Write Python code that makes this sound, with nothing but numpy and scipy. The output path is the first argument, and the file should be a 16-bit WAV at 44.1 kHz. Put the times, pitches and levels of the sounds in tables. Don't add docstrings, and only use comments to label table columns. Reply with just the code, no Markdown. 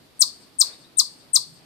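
import sys
import numpy as np
from scipy import signal
from scipy.fft import rfft, irfft, next_fast_len
from scipy.io import wavfile
from scipy.ndimage import uniform_filter1d, map_coordinates

SR = 44100
rng = np.random.default_rng(int(sys.argv[2]) if len(sys.argv) > 2 else 0)


def pcm_store(signal):
    levels = np.round(np.clip(np.atleast_2d(signal), -1, 1) * 32767)
    wavfile.write(sys.argv[1], SR, levels.astype(np.int16).T)


N = 72765


def amp(db):
    return 10 ** (np.asarray(db) / 20)


def along(points, hz):
    f, value = np.transpose(points)
    return np.interp(np.log(hz + 1), np.log(f + 1), value)


def filtered(x, response):
    n = x.shape[-1]
    padded = next_fast_len(n + SR // 10)
    return irfft(rfft(x, padded) * response(np.fft.rfftfreq(padded, 1 / SR)), padded)[..., :n]


def wobble(rate):
    return map_coordinates(rng.standard_normal(N // 10), [np.arange(N) * rate / SR])


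def place(x, start):
    return np.pad(x, (max(round(start * SR), 0), N))[:N]


def glide(start_hz, end_hz, length):
    progress = np.linspace(0, 1, int(length * SR))
    hz = start_hz + (end_hz - start_hz) * progress
    return np.sin(np.pi * progress) * np.sin(2 * np.pi * np.cumsum(hz) / SR)


# f/Hz, likeness (1 = the same)
STEREO_LIKENESS = [(50, .55), (250, 0.57), (1000, 0.11), (4000, .1)]
def stereo_noise(colour):
    def split(hz):
        angle = np.arccos(np.clip(along(STEREO_LIKENESS, hz), -1, 1)) / 2
        return amp(along(colour, hz)) * [np.cos(angle), np.sin(angle)]
    shared, opposite = filtered(rng.standard_normal((2, N)), split)
    noise = np.array([shared + opposite, shared - opposite])
    return noise / np.sqrt(np.mean(noise ** 2) + 1e-20)


# f/Hz, level/dB
RUMBLE_COLOUR = [(25, -19), (45, -17.5), (70, -8.5), (140, -4), (200, -6.5), (270, -2), (420, -8.5),
                 (770, -11.5), (1200, -15), (1700, -17), (3000, -18), (3900, -19), (6600, -84)]
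def far_rumble(level_db=-56, sway_db=1):
    return amp(level_db + sway_db * wobble(8.62)) * stereo_noise(RUMBLE_COLOUR)


# f/Hz, level/dB
INSECT_COLOUR = [(2500, -23), (3500, -8), (4600, -3), (5300, -8.5), (6200, -14), (9000, -13.5),
                 (14000, -15.5), (15000, -33.5)]
def insects(level_db=-61, sway_db=1):
    return amp(level_db + sway_db * wobble(42)) * stereo_noise(INSECT_COLOUR)


CHIP_PITCH = [(0, 1), (.2, 0.97), (.35, 0.97), (.49, .84), (.59, .708), (.68, .582), (.81, .472),
              (.9, 0.3988), (1, 0.41)]
# share of its length, level/dB
CHIP_LOUDNESS = [(0, -21.5), (.1, -13), (.24, -18.5), (.35, -7), (.5, -12), (.68, -7), (.8, -5.5),
                 (.88, -24), (1, -22)]
# f/Hz, level/dB
THROAT_COLOUR = [(2900, -24), (3400, -2.5), (8000, 6), (9600, 3.5), (11500, -2.5), (13600, 2), (14600, -8),
                 (15500, -27)]
def chip(top_hz, held_db, length, jitter=0.0051, overtone_db=-16.5, hiss_db=-19.5):
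    held_share, fade_in_s, fade_out_s = 0.4, 0.00033, 0.0023
    t = np.arange(int(length * SR)) / SR
    progress = t / length
    pitch = np.interp(progress, *np.transpose(CHIP_PITCH))
    hz = top_hz * uniform_filter1d(pitch, size=120, mode="nearest")
    phase = 2 * np.pi * np.cumsum(hz * (1 + jitter * wobble(900)[:len(t)])) / SR
    held = np.clip((held_share - progress) * 10, 0, 1)
    level = amp(np.interp(progress, *np.transpose(CHIP_LOUDNESS)) + held_db * held)
    fades = np.clip(t / fade_in_s, 0, 1) * np.clip((length - t) / fade_out_s, 0, 1)
    overtones = sum(amp(overtone_db) * np.sin(k * phase) * (k * hz < SR / 2) for k in (2, 3))
    hiss = amp(hiss_db) * rng.standard_normal(N)[:len(t)]
    rasp = filtered(overtones + hiss, lambda f: amp(along(THROAT_COLOUR, f)))
    plunging = np.clip(10 * (1 - hz / top_hz), 0, 1)
    return level * fades * (np.sin(phase) + plunging * rasp)


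# t/s, level/dB, starting f/Hz, extra level/dB of the held part, length/s
CHIP_CALLS = [(0.1936, 1, 8832, -4.5, 0.04), (0.5858, 0.44, 8730, -4, .041), (0.9707, 0.07, 8770, -3, .04),
              (1.3314, 0.02, 8657, 0, 0.042)]
def chipmunk(low_echo_db=0.5):
    chips = sum(amp(db) * place(chip(top_hz, held_db, length), start)
                for start, db, top_hz, held_db, length in CHIP_CALLS)
    low = sum(ghost_and_low_note(start) for start, *_ in CHIP_CALLS)
    return rock_bounces(chips) + low + garden_echoes(chips + amp(low_echo_db) * low[0])


# delay t/s, level/dB
LEFT_BOUNCES = [(.000972, -8), (.001179, -15), (.001762, -6), (.001921, -12), (.002357, -13)]
RIGHT_BOUNCES = [(.000411, -6), (.001498, -13), (.001679, -8), (.002078, -11), (.003456, -17)]
def rock_bounces(x, right_db=-9, right_lead_s=0.000028):
    def paths(hz, bounces):
        return 1 + sum(amp(db) * np.exp(-2j * np.pi * hz * delay) for delay, db in bounces)
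    left = filtered(x, lambda hz: paths(hz, LEFT_BOUNCES))
    right = filtered(x, lambda hz: np.exp(2j * np.pi * hz * right_lead_s) * paths(hz, RIGHT_BOUNCES))
    return np.array([left, amp(right_db) * right])


# delay t/s, rise t/s, t/s to fade by 60 dB, left level/dB, right level/dB, share of leaf colour
ECHOES = [(.004, 0.00044, 0.11, -6.5, -12, .1), (.012, 0.0055, 0.37, -17, -21, .5),
          (0.048, .002, 0.11, -19, -27.5, 0.65), (0.037, 0.035, 0.66, -34.5, -34, 1),
          (.195, .012, 0.2, -39.5, -50, 0.43)]
# f/Hz, level/dB
LEAF_COLOUR = [(1000, -0.5), (3300, 6), (4000, -4), (4700, 4.5), (5600, -8.5), (7000, -11.5), (8200, -7),
               (8700, 5), (10000, -6), (14000, -14.5)]
def garden_echoes(x):
    t = np.arange(SR) / SR
    leaf_db = along(LEAF_COLOUR, np.fft.rfftfreq(SR, 1 / SR))
    spectrum = 0
    for delay, rise, fade, left_db, right_db, leaf_share in ECHOES:
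        age = np.maximum(t - delay, 0)
        shape = (1 - np.exp(-age / rise)) * np.exp(-np.log(1000) * age / fade)
        shape /= np.linalg.norm(shape)
        echo = amp([[left_db], [right_db]]) * shape * rng.standard_normal((2, SR))
        spectrum += rfft(echo) * amp(leaf_share * leaf_db)
    return signal.fftconvolve(x[None], irfft(spectrum, SR), axes=1)[:, :N]


# t/s after the chip starts, level/dB, extra level/dB on the right
GHOST_AND_NOTE = [(.022, -42, -10.5), (0.0392, -34, -4.5)]
def ghost_and_low_note(chip_start, spread_db=0.3, right_lag_s=0.00011):
    sound = np.zeros((2, N))
    for delay, db, right_db in GHOST_AND_NOTE:
        start = chip_start + delay
        tone = amp(db + spread_db * rng.standard_normal()) * glide(1352, 896, length=0.013)
        sound += [place(tone, start), amp(right_db) * place(tone, start + right_lag_s)]
    return sound


def overload_thump(start=0.2205, level_db=-24.5, hz=517):
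    left = amp(level_db) * place(glide(hz, hz, length=0.0028), start)
    return np.array([left, np.zeros(N)])


def swell(loudness, colour):
    level_db = np.interp(np.arange(N) / SR, *np.transpose(loudness))
    return amp(level_db) * stereo_noise(colour)


# t/s, level/dB
RUSTLE_LOUDNESS = [(.6, -91), (.65, -52), (.72, -53), (.82, -72), (.9, -92)]
# f/Hz, level/dB
RUSTLE_TONE = [(100, -21.5), (400, -3), (800, -3.5), (2500, -6), (4000, -21), (12000, -49)]
def rustle():
    return swell(RUSTLE_LOUDNESS, RUSTLE_TONE)


# t/s, starting f/Hz, level/dB
BIRD_PEEPS = [(.71, 3350, -52), (0.827, 3400, -57.5), (0.954, 3500, -52.5), (1.19, 3400, -64.5)]
def far_bird(rise_hz=782, length=0.041, echo_db=12):
    peeps = sum(amp(db) * place(glide(hz, hz + rise_hz, length), start) for start, hz, db in BIRD_PEEPS)
    return peeps + amp(echo_db) * garden_echoes(peeps)


# t/s, level/dB
DRONE_LOUDNESS = [(0, -76), (1.15, -72.5), (1.35, -61), (1.501, -57), (1.65, -66)]
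# f/Hz, level/dB
DRONE_TONE = [(60, -45), (115, -9), (155, -4.5), (200, -16), (350, -33), (1000, -95)]
def drone():
    return swell(DRONE_LOUDNESS, DRONE_TONE)


def scene():
    return chipmunk() + overload_thump() + far_bird() + far_rumble() + insects() + drone() + rustle()


# f/Hz, level/dB
MIC_COLOUR = [(100, 0.5), (13800, 0), (14800, 0), (15600, -21.5)]
def record(dry, top_hz=15650):
    clipped = np.clip(dry, -0.99, 0.95)
    return filtered(clipped, lambda hz: amp(along(MIC_COLOUR, hz)) * (hz < top_hz))


dry = scene()
out = record(dry)
pcm_store(out)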